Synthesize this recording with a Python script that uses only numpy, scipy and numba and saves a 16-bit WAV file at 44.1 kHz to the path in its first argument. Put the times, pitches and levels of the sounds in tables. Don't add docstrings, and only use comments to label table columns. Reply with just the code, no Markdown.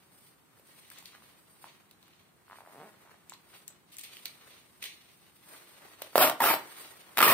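import sys
import numpy as np
from scipy import signal
from scipy.fft import rfft, irfft, next_fast_len
from scipy.io import wavfile
from scipy.ndimage import uniform_filter1d, minimum_filter1d
from numba import njit

SR = 44100
rng = np.random.default_rng(int(sys.argv[2]) if len(sys.argv) > 2 else 0)


def put_to_file(sound):
    columns = np.atleast_2d(sound).T
    safe = np.clip(columns, -1, 1)
    whole_steps = np.round(safe * 32767)
    wavfile.write(sys.argv[1], SR, whole_steps.astype(np.int16))


def nominal_scale(level):
    x = np.asarray(level, float) / 20
    return 10 ** x


N = 323253


def rms_one(x):
    return x / np.sqrt(np.mean(x ** 2) + 1e-20)


def evened(x, width_s):
    return x / np.sqrt(uniform_filter1d(x ** 2, size=round(width_s * SR)) + 1e-12)


def in_time(spans):
    s, *columns = np.transpose(np.concatenate(spans))
    t = np.arange(N) / SR
    running = sum((t >= rows[0][0]) & (t <= rows[-1][0]) for rows in spans) > 0
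    return [np.interp(t, s, c) for c in columns] + [uniform_filter1d(running * 1., size=90)]


def colour(x, points):
    hz, db = np.transpose(points)
    grid = np.maximum(np.fft.rfftfreq(2048, 1 / SR), 1)
    log_gain = np.interp(np.log(grid), np.log(hz), db, left=db[0] - 12) * np.log(10) / 20
    cepstrum = irfft(log_gain)
    cepstrum[1:1024] *= 2
    cepstrum[1025:] = 0
    impulse = irfft(np.exp(rfft(cepstrum)))
    return signal.oaconvolve(np.atleast_2d(x), impulse[None], axes=1)[:, :np.shape(x)[-1]]


def drift(rate):
    r = np.exp(-40 * np.pi * rate / SR)
    slow = signal.lfilter([1], [1, -2 * r, r * r], rng.standard_normal(N // 20 + 2002))[2000:]
    return np.interp(np.arange(N) / 20, np.arange(len(slow)), rms_one(slow))


def grains(per_s, spread_db, clump_db):
    sizes = nominal_scale(spread_db * np.minimum(rng.exponential(1, N), 4)) * rng.choice([-1, 1], N)
    return sizes * (rng.random(N) < per_s * nominal_scale(clump_db * drift(60)) / SR)


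def wide(make):
    own_share = 0.68
    return np.sqrt(1 - own_share) * make() + np.sqrt(own_share) * np.array([make(), make()])


def thump(hz, cycles):
    t = np.arange(600) / SR
    phase = 2 * np.pi * hz * t * (1 + 0.97 * np.exp(-t * hz * 2))
    swing = -np.sin(phase) * nominal_scale(-60 * t * hz / cycles)
    return swing / np.abs(swing).max()


def add(out, s, sound):
    i = round(s * SR)
    out[..., i:i + sound.shape[-1]] += sound[..., :N - i]


# (frequency [Hz], level [dB])
HUSH_SPECTRUM = [(25, -34), (60, -5), (170, 0.5), (290, -4), (355, -1.5), (480, -9.5), (1240, -8),
                 (2500, -16.5), (4460, -21.5), (6800, -20), (8600, -14.5), (10500, -18.5), (13000, -18.5),
                 (15500, -16)]


def hush():
    own, shared = rng.standard_normal((2, N)), rng.standard_normal(N)
    bass = signal.lfilter([.1], [1, -.9], shared) * 0.95
    return nominal_scale(-65) * rms_one(colour(own + bass, HUSH_SPECTRUM))


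# (time [s], peak level [dB], fineness [0 folds, 1 weave, 2 crinkle], fade by 20 dB [s])
SCUFFS = [(0.68, -62, 1.8, .12), (0.918, -52, 1.7, .04), (1.06, -53, 1.45, .07), (1.145, -55, .5, .04),
          (1.12, -60, .8, .08), (1.375, -59, 1.8, .12), (1.56, -62, 1.9, .08), (1.64, -54, .3, .12),
          (1.68, -60, 1.1, .2), (2.09, -65, 1.1, .15), (3.298, -60, 1.3, .05), (3.33, -59, 1.1, .13),
          (3.55, -65, .8, .12), (3.678, -53, 1.6, .03), (3.7, -59, .4, .14), (3.92, -55, 1.6, .12),
          (3.984, -46, 1.4, .12), (4.035, -44, 1.45, .08), (4.256, -42, 1.1, .04), (4.27, -55, 1.05, .12),
          (4.41, -60, .5, .2), (4.825, -39, 1.2, .06), (4.84, -40, 1.3, .1), (4.87, -51, 1.2, .3),
          (5.82, -54, .1, .2), (5.47, -57, .1, .15), (6.019, -45, .9, .05), (6.04, -54, .9, .12),
          (6.13, -60, .2, .05)]
# (middle time [s], peak level [dB], fineness [0..2], fade by 20 dB [s])
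SLIDES = [(0.19, -62, 1.8, .2), (0.79, -59, 1.6, .15), (0.98, -58, 1.35, .25), (1.28, -60, 1.8, .1),
          (1.53, -62, 1.9, .08), (1.63, -57, 1.8, .1), (2.1, -70, 1.05, .6), (2.56, -59, 1.6, .12),
          (2.76, -61, 1.95, .3), (3.09, -59, .1, .15), (3.5, -61, 1.8, .15), (3.54, -59, .4, .2),
          (3.58, -57, 1.7, .09), (4.52, -59, 1.4, .25), (4.12, -57, 1.1, .3), (4.74, -62, 1.7, .12),
          (5.25, -64, 1.6, .2), (5.5, -58, 1.95, .25), (5.9, -60, 1.8, .25), (6.8, -50, .4, .4),
          (6.8, -52, 1.9, .4), (7.08, -57, .2, .14)]


def scuffs(size):
    scuff_rise_s, focus_db = .006, 13
    t, power = np.arange(N) / SR, np.zeros(N)
    moves = [(*row, scuff_rise_s) for row in SCUFFS] + [(*row, row[-1]) for row in SLIDES]
    for s, db, fineness, fade_s, rise_s in moves:
        near = slice(max(round((s - .5) * SR), 0), round((s + .5) * SR))
        fall_db = 20 * np.maximum((s - t[near]) / rise_s, (t[near] - s) / fade_s)
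        power[near] += nominal_scale(db - fall_db - focus_db * (fineness - size) ** 2) ** 2
    return np.sqrt(power)


# (time [s], level [dB], brightness gained per finer grain size [dB])
MOVEMENT = [(0.0, -68, 0.5), (0.45, -75, 0.5), (0.8, -65, 2), (1.3, -68, 1), (1.8, -72, -3),
            (2.35, -78, -2), (2.7, -66, -4), (3.25, -72, -2), (3.85, -78, 1), (4.15, -62, 3),
            (4.55, -66, -0.5), (4.7, -70, 1), (5.38, -70, 1), (5.52, -60, 1), (6.0, -64, -1),
            (6.6, -56, -2), (6.96, -68, -1), (7.16, -62, -1)]
# (frequency [Hz], level [dB])
FOLDS = [(120, -58), (300, -5), (600, -7.5), (1200, -6.5), (2000, -9.5), (3500, -22)]
# (frequency [Hz], level [dB])
SWISH = [(1300, -32.5), (1750, -8), (2050, -3.5), (2600, -3), (4300, -2.5), (5000, -10.5), (6500, -9),
         (8000, -29)]
# (frequency [Hz], level [dB])
CRINKLE = [(4500, -3), (6800, -16), (8800, 4), (10800, -8), (13000, -3.5), (15500, -5)]


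def rustle():
    move_db, bright_db, _ = in_time([MOVEMENT])
    flicker_db = 2.1 * drift(42)
    layers = [(FOLDS, 2500, -1.0), (SWISH, 6000, -1.5), (CRINKLE, 9000, 0.3)]   # (spectrum, grains per s, dB)
    out = np.zeros((2, N))
    for size, (points, per_s, db) in enumerate(layers):
        grit = colour(wide(lambda: grains(per_s, spread_db=2.5, clump_db=4.0)), points)
        sleeves = nominal_scale(move_db + bright_db * (size - 1) - 1.5 * (size == 1))
        level = np.hypot(sleeves, scuffs(size))
        out += level * nominal_scale(db + flicker_db + 2.0 * drift(16.4)) * evened(grit, 0.06)
    return out


# (frequency [Hz], level [dB])
CRACKLE = [(1200, -14.5), (2500, 0), (5000, -5), (6900, -11), (8800, -3), (10800, -6.5), (12200, 1),
           (15500, 1)]


def breaks(rows, cycles, crack_s, thump_db, crack_db):
    out, t = np.zeros((2, N)), np.arange(600) / SR
    noise = rng.standard_normal((len(rows), 3, 600))
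    envelope = (1 - np.exp(-t / 0.0009)) * np.exp(-t / crack_s)
    for (s, db, hz, high_db, pan_db), burst in zip(rows, noise):
        crack = colour((burst[0] + 2.4 * burst[1:]) * envelope, CRACKLE)
        crack = nominal_scale(high_db + crack_db) * crack / np.abs(crack).max()
        sound = nominal_scale(thump_db) * thump(hz, cycles * max(1, hz / 2500)) + crack
        sides = nominal_scale(np.clip(pan_db, -6, 6) * np.array([[.5], [-.5]]))
        add(out, s + .0012, nominal_scale(db) * sound * sides)
    return out


# (time [s], thump level [dB], thump pitch [Hz], crack re thump [dB])
TICKS_LEFT = [(0.9, -50, 8730, 4), (0.913, -52, 1600, -.5), (0.916, -54, 1700, 0), (0.961, -56, 1500, -3),
              (0.985, -46, 7680, -4), (1.056, -41.5, 4550, -8), (3.2955, -39, 7800, -14),
              (3.336, -45.5, 4430, -8.5), (3.6785, -36, 8000, -6), (3.967, -42, 7700, -4),
              (3.984, -40, 8790, -1), (3.993, -39, 8600, -7), (4.011, -41, 7900, -21),
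              (4.036, -52, 3160, 6)]
# (time [s], thump level
# [dB], thump pitch [Hz], crack re thump [dB])
TICKS_FRONT = [(0.595, -62, 556, 4), (1.024, -57, 960, 7), (1.131, -58, 1300, -8), (1.145, -55, 1900, -10),
               (1.149, -49.5, 1500, -12), (1.158, -57, 1900, -8), (1.221, -57, 1160, -7),
               (1.641, -43.5, 960, -13.5), (1.91, -55, 4100, 4.5), (2.027, -55, 4140, -6),
               (2.079, -60, 1390, .5), (2.605, -49, 905, -25), (3.32, -44.5, 1060, -24),
               (3.538, -55, 1560, 1.5), (4.136, -51, 3200, -10), (6.006, -55, 1020, -6),
               (6.018, -40, 620, 8)]
# (time [s], thump level [dB], thump pitch [Hz], crack re thump [dB])
TICKS_RIGHT = [(4.168, -40, 3200, -7), (4.255, -32.5, 4450, .5), (4.826, -40, 2660, -4.5),
               (4.839, -35, 3370, -3), (6.024, -52, 2000, -2)]


def ticks():
    hands = ((TICKS_LEFT, 6), (TICKS_FRONT, 0), (TICKS_RIGHT, -6))
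    rows = [(*row, pan_db) for table, pan_db in hands for row in table]
    return breaks(rows, cycles=9, crack_s=0.0016, thump_db=9, crack_db=10.5)


# (time [s], peak level [dB],
# pitch [Hz])
SLIPS = [(2.48, -46, 1200), (2.498, -41, 1100), (2.51, -38, 1310), (2.52, -39, 1080), (2.529, -37, 1110),
         (2.542, -46, 1260), (2.557, -43, 1640), (2.572, -42, 2170), (2.585, -40, 945), (2.618, -47, 732),
         (2.636, -49, 746), (2.65, -46, 1100), (2.661, -43, 1440), (2.673, -42, 762), (2.684, -48, 904),
         (2.696, -49, 756), (2.706, -51, 886), (2.715, -49, 912),
         (3.051, -53, 754), (3.064, -50, 1030), (3.073, -50, 1040), (3.094, -47, 1070),
              (3.142, -49, 883)]


def lone_slips():
    out = np.zeros(N)
    for s, db, hz in SLIPS:
        add(out, s + .001, nominal_scale(db + 2) * thump(hz, cycles=6.5))
    return out


# (time [s], slip rate [per s], level [dB])
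CREAK = [(2.722, 75, -66), (2.74, 85, -57), (2.78, 150, -51.5), (2.82, 156, -47.5), (2.86, 220, -53.5),
         (2.9, 200, -63), (2.93, 200, -74)]
# (frequency [Hz], width [Hz], level [dB])
SEAM = [(174, 120, 15), (413, 100, 9.5), (673, 180, 10.5), (1250, 270, -22), (2100, 1000, -36)]


def creak():
    per_s, level_db, running = in_time([CREAK])
    turns = np.cumsum(per_s * running * (1 + 0.062 * drift(80))) / SR
    slips = np.diff(np.floor(turns), prepend=0) * nominal_scale(rng.normal(0, 2.5, N))
    train = np.zeros(N)
    for hz, width_hz, db in SEAM:
        r = np.exp(-np.pi * width_hz / SR)
        poles = [1, -2 * r * np.cos(2 * np.pi * hz / SR), r * r]
        train += nominal_scale(db) * signal.lfilter([1, 0, -1], poles, slips + 1e-18) * (1 - r * r)
    soft = signal.butter(2, 2200, fs=SR, output="sos")
    return signal.sosfilt(soft, lone_slips() + running * nominal_scale(level_db) * evened(train, 0.017))


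# (time [s], thump level [dB], thump pitch [Hz], crack re thump [dB], left-right [dB])
SNAPS = [(6.131, -39, 800, -10, -1), (6.155, -1, 646, -10.5, -5.5), (6.178, -3, 650, -4.5, -2.5),
         (6.273, -19, 1030, 9, 6), (6.296, -14, 1100, 1, 3.5), (6.403, -18, 870, 1, .5),
         (6.419, -18, 820, 4, 1.5), (6.437, -18, 770, 8, -6), (6.486, -14, 1250, 1, -6),
         (6.538, -10, 800, -2, 6), (7.172, -8, 1700, -4, 1.5), (7.181, -7, 1900, -3, .5),
         (7.187, -15, 2400, 5, .5), (7.1885, -7, 1150, -10, .5), (7.2035, -3, 1650, -8, -4),
         (7.21, -8, 1070, -17, -6), (7.2155, -5, 950, -4, 4), (7.2255, -7, 1900, -2, 6),
         (7.238, -14, 1310, 4, 6)]


def snaps():
    return breaks(SNAPS, cycles=5.1, crack_s=0.0012, thump_db=-4.0, crack_db=0.5)


@njit
def moving_ring(clicks, hz, cycles, sr):
    out = np.zeros(len(clicks))
    for i in range(2, len(clicks)):
        r, w = 10 ** (-3 * hz[i] / (cycles * sr)), 2 * np.pi * hz[i] / sr
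        out[i] = np.sin(w) * clicks[i - 1] + 2 * r * np.cos(w) * out[i - 1] - r * r * out[i - 2]
    return out


# (time [s], force on the cloth [dB], pitch of the taut cloth [Hz], speed of the rip [dB])
PULLS = [
    [(6.159, -25, 720, -4), (6.171, -41, 740, 4), (6.181, -28, 690, -4), (6.205, -30, 700, 3),
     (6.228, -22, 780, 2), (6.293, -35.5, 880, -5), (6.33, -46, 760, -11), (6.395, -58, 704, -17)],
    [(6.4, -46, 800, -6), (6.406, -29, 854, -10), (6.452, -29.5, 830, 3), (6.472, -34.5, 968, 5),
     (6.492, -27, 1020, 0.5), (6.532, -30.5, 900, -2), (6.56, -43, 800, -9), (6.66, -57, 855, -12)],
    [(7.1695, -48, 1070, 4), (7.187, -31.5, 1090, -1), (7.2, -44, 1050, -1), (7.207, -24, 1100, -3),
     (7.222, -31, 1080, -8), (7.228, -24, 1220, 2.5), (7.258, -27, 1220, 2), (7.286, -23, 1060, -2),
     (7.33, -24, 1060, 0.5)],
]
# (multiple of its pitch [ratio], level [dB], ring until silent [cycles])
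MEMBRANE = [(.33, -7, 5), (.5, 6, 8), (.8, -1, 12), (1.05, 13, 16), (1.35, 13, 9), (1.75, 14.5, 11.0),
            (2.3, 6, 15), (3.2, -10, 6.8)]


def pulls():
    drum_db, hz, speed_db, running = in_time(PULLS)
    crackle_db, upper_db = 1.05 * speed_db, 0.6 * speed_db
    threads = grains(2500, spread_db=2.5, clump_db=2.0)
    start = round(PULLS[0][0][0] * SR) - 4000
    lower, upper = np.zeros((2, N))
    for k, (multiple, db, cycles) in enumerate(MEMBRANE):
        struck = threads * nominal_scale(db + rng.normal(0, 4.1, N) + 7.0 * drift(25))
        modes = lower if k < len(MEMBRANE) // 2 else upper
        modes[start:] += moving_ring(struck[start:], multiple * hz[start:], cycles, SR)
    drum = evened(lower, .04) + nominal_scale(upper_db + 5.0) * evened(upper, 0.033)
    fibres = wide(lambda: grains(9000, spread_db=2.5, clump_db=4.5))
    crackle = colour(.5 * rms_one(threads) + rms_one(fibres), CRACKLE)
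    crackle = nominal_scale(crackle_db + 8.8) * evened(crackle, 0.051)
    both = nominal_scale(-3.5) * drum * nominal_scale([[-.6], [.6]]) + crackle * nominal_scale([[.8], [-.8]])
    return running * nominal_scale(drum_db - 3) * both


# (start time [s], length [s], thread rate [per s], level [dB])
RUNS = [(6.187, .004, 900, -28), (6.195, .01, 650, -26), (6.204, .004, 580, -26), (6.213, .005, 630, -24),
        (6.217, .005, 1450, -24), (6.2215, .014, 725, -17.5), (6.236, .006, 1050, -20.5),
        (6.241, .004, 720, -26), (6.249, .012, 610, -24), (6.265, .005, 730, -29), (6.273, .004, 1050, -26),
        (6.299, .004, 770, -25), (6.312, .005, 735, -32), (6.4035, .005, 900, -21), (6.409, .003, 950, -19),
        (6.4185, .007, 800, -21), (6.426, .004, 900, -30), (6.436, .004, 1340, -23),
        (6.439, .007, 760, -21), (6.451, .007, 740, -25), (6.461, .004, 1230, -28),
        (6.467, .004, 1250, -26), (6.472, .004, 1200, -27), (6.486, .004, 770, -26),
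        (6.49, .005, 1210, -24), (6.502, .004, 2130, -27), (6.507, .008, 930, -24), (6.532, .003, 780, -28),
        (7.182, .003, 750, -23), (7.2045, .004, 1400, -17), (7.209, .004, 900, -21),
        (7.215, .003, 820, -21), (7.228, .005, 1290, -14), (7.234, .003, 1400, -20),
        (7.2385, .003, 1330, -21), (7.242, .003, 1000, -24), (7.245, .004, 1600, -26),
        (7.251, .007, 1130, -22), (7.264, .006, 1230, -21), (7.277, .011, 960, -23),
        (7.29, .005, 1230, -23), (7.306, .003, 560, -25), (7.309, .007, 1150, -22), (7.32, .003, 600, -27),
        (7.324, .004, 1200, -26)]


def runs():
    out = np.zeros(N)
    for (s, length_s, hz, db), chance in zip(RUNS, rng.standard_normal((len(RUNS), 8))):
        along = np.linspace(0, 1, round(length_s * SR) + 40)
        wander = np.interp(along, np.linspace(0, 1, 8), chance)
        turn = 2 * np.pi * np.cumsum(hz * (1 + .07 * wander)) / SR
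        overtone_db = -5 - 7 * np.log2(hz / 700) + 3.0 * wander[::-1]
        buzz = nominal_scale(overtone_db) * np.cos(2 * turn) - np.sin(turn)
        add(out, s - .0005, nominal_scale(db) * buzz * np.sqrt(np.sin(np.pi * along)))
    return out * nominal_scale([[-.9], [.9]])


# (frequency [Hz], level [dB], decay by 60 dB [s])
CHEST = [(608, -35, 0.21), (735, -25, 0.057), (1230, -43, 0.15), (1417, -19.5, 0.047)]


def hollow(x):
    out = x.copy()
    for hz, db, t60 in CHEST:
        r, w = nominal_scale(-60 / (t60 * SR)), 2 * np.pi * hz / SR
        ring = signal.lfilter([0, np.sin(w)], [1, -2 * r * np.cos(w), r * r], x + 1e-18)
        out += nominal_scale(db) * np.sqrt(1 - r) * ring
    return out


def room(x):
    t60_s, wall_cut_hz, room_db = 0.28, 6900, 1.5
    right_lag_s = 7.5e-5
    size = next_fast_len(N + SR)
    w = 2 * np.pi * np.fft.rfftfreq(size, 1 / SR)
    wall = 1 / (1 + 1j * w / (2 * np.pi * wall_cut_hz))
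    spectrum = rfft(x, size)
    echoes = np.zeros_like(spectrum)
    for k, lag_s in enumerate(rng.uniform(.004, .03, 20)):
        loop = nominal_scale(-60 * lag_s / t60_s) * wall ** (lag_s / 0.042) * np.exp(-1j * w * lag_s)
        echoes[k % 2] += loop / (1 - loop) * (-1) ** (k // 2) * np.sqrt(lag_s / .03) / 4
    side = (echoes[0] - echoes[1]) / 2 / (1 + (2 * np.pi * 900 / (w + 1)) ** 2)
    echoes = echoes.mean(axis=0) + side * [[1], [-1]]
    direct = np.exp(-1j * w * np.array([[0], [right_lag_s]]))
    return irfft(spectrum * direct + spectrum.mean(axis=0) * echoes * nominal_scale(room_db), size)[:, :N]


def scene():
    rips = pulls() + runs() + snaps()
    jacket = hollow(rips) + ticks() + rustle() + creak()
    no_bass = signal.butter(2, 250, "high", fs=SR, output="sos")
    return room(signal.sosfilt(no_bass, jacket)) + hush()


# (frequency [Hz], level [dB])
LINE_THRESHOLD = [(1800, -40), (2400, -6), (3400, 0), (4800, 2.4), (16000, 2.8)]


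def thin_treble(x):
    masked_db, chance_db = 14, 5
    ms = np.array([x[0] + x[1], x[0] - x[1]]) / 2
    frames = dict(fs=SR, window="cosine", nperseg=2048, noverlap=1024)
    hz, t, lines = signal.stft(ms, **frames)
    power = np.abs(lines) ** 2
    around = uniform_filter1d(power, size=40, axis=1)
    treble = uniform_filter1d(np.diff(x[0], prepend=0) ** 2, size=128)[::128]
    jump = treble / uniform_filter1d(treble, size=8, origin=3)
    highest_jump = -minimum_filter1d(-jump, size=16)
    attack = highest_jump[np.minimum(np.arange(len(t)) * 8, len(jump) - 1)] > 3.6
    keep_db = np.interp(hz, *np.transpose(LINE_THRESHOLD))[:, None]
    kept = lines * ((power > around * nominal_scale(2 * keep_db)) | attack)
    left = uniform_filter1d(np.abs(kept) ** 2, size=40, axis=1)
    kept *= np.sqrt(around / (left + .1 * around + 1e-20) * 1.1)
    luck_db = chance_db * np.repeat(rng.standard_normal((1, 41, len(t))), 25, axis=1)
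    top_treble = around[:, 540:720].mean(axis=1, keepdims=True)
    audible = around > top_treble * nominal_scale(-2 * (masked_db + luck_db))
    kept *= audible | attack | (hz[:, None] < 3200)
    mid, side = signal.istft(kept, **frames)[1][:, :N]
    return np.array([mid + side, mid - side])


def band_limit(x):
    return signal.sosfilt(signal.butter(12, 17000, fs=SR, output="sos"), x)


def record(dry):
    cut = signal.sosfilt(signal.butter(2, 60, "high", fs=SR, output="sos"), dry)
    cut = thin_treble(0.84 * np.tanh(cut / 0.78))
    cut = signal.sosfilt(signal.cheby2(14, 50, 16100, fs=SR, output="sos"), cut)
    return band_limit(cut)


dry = scene()
out = record(dry)
put_to_file(out)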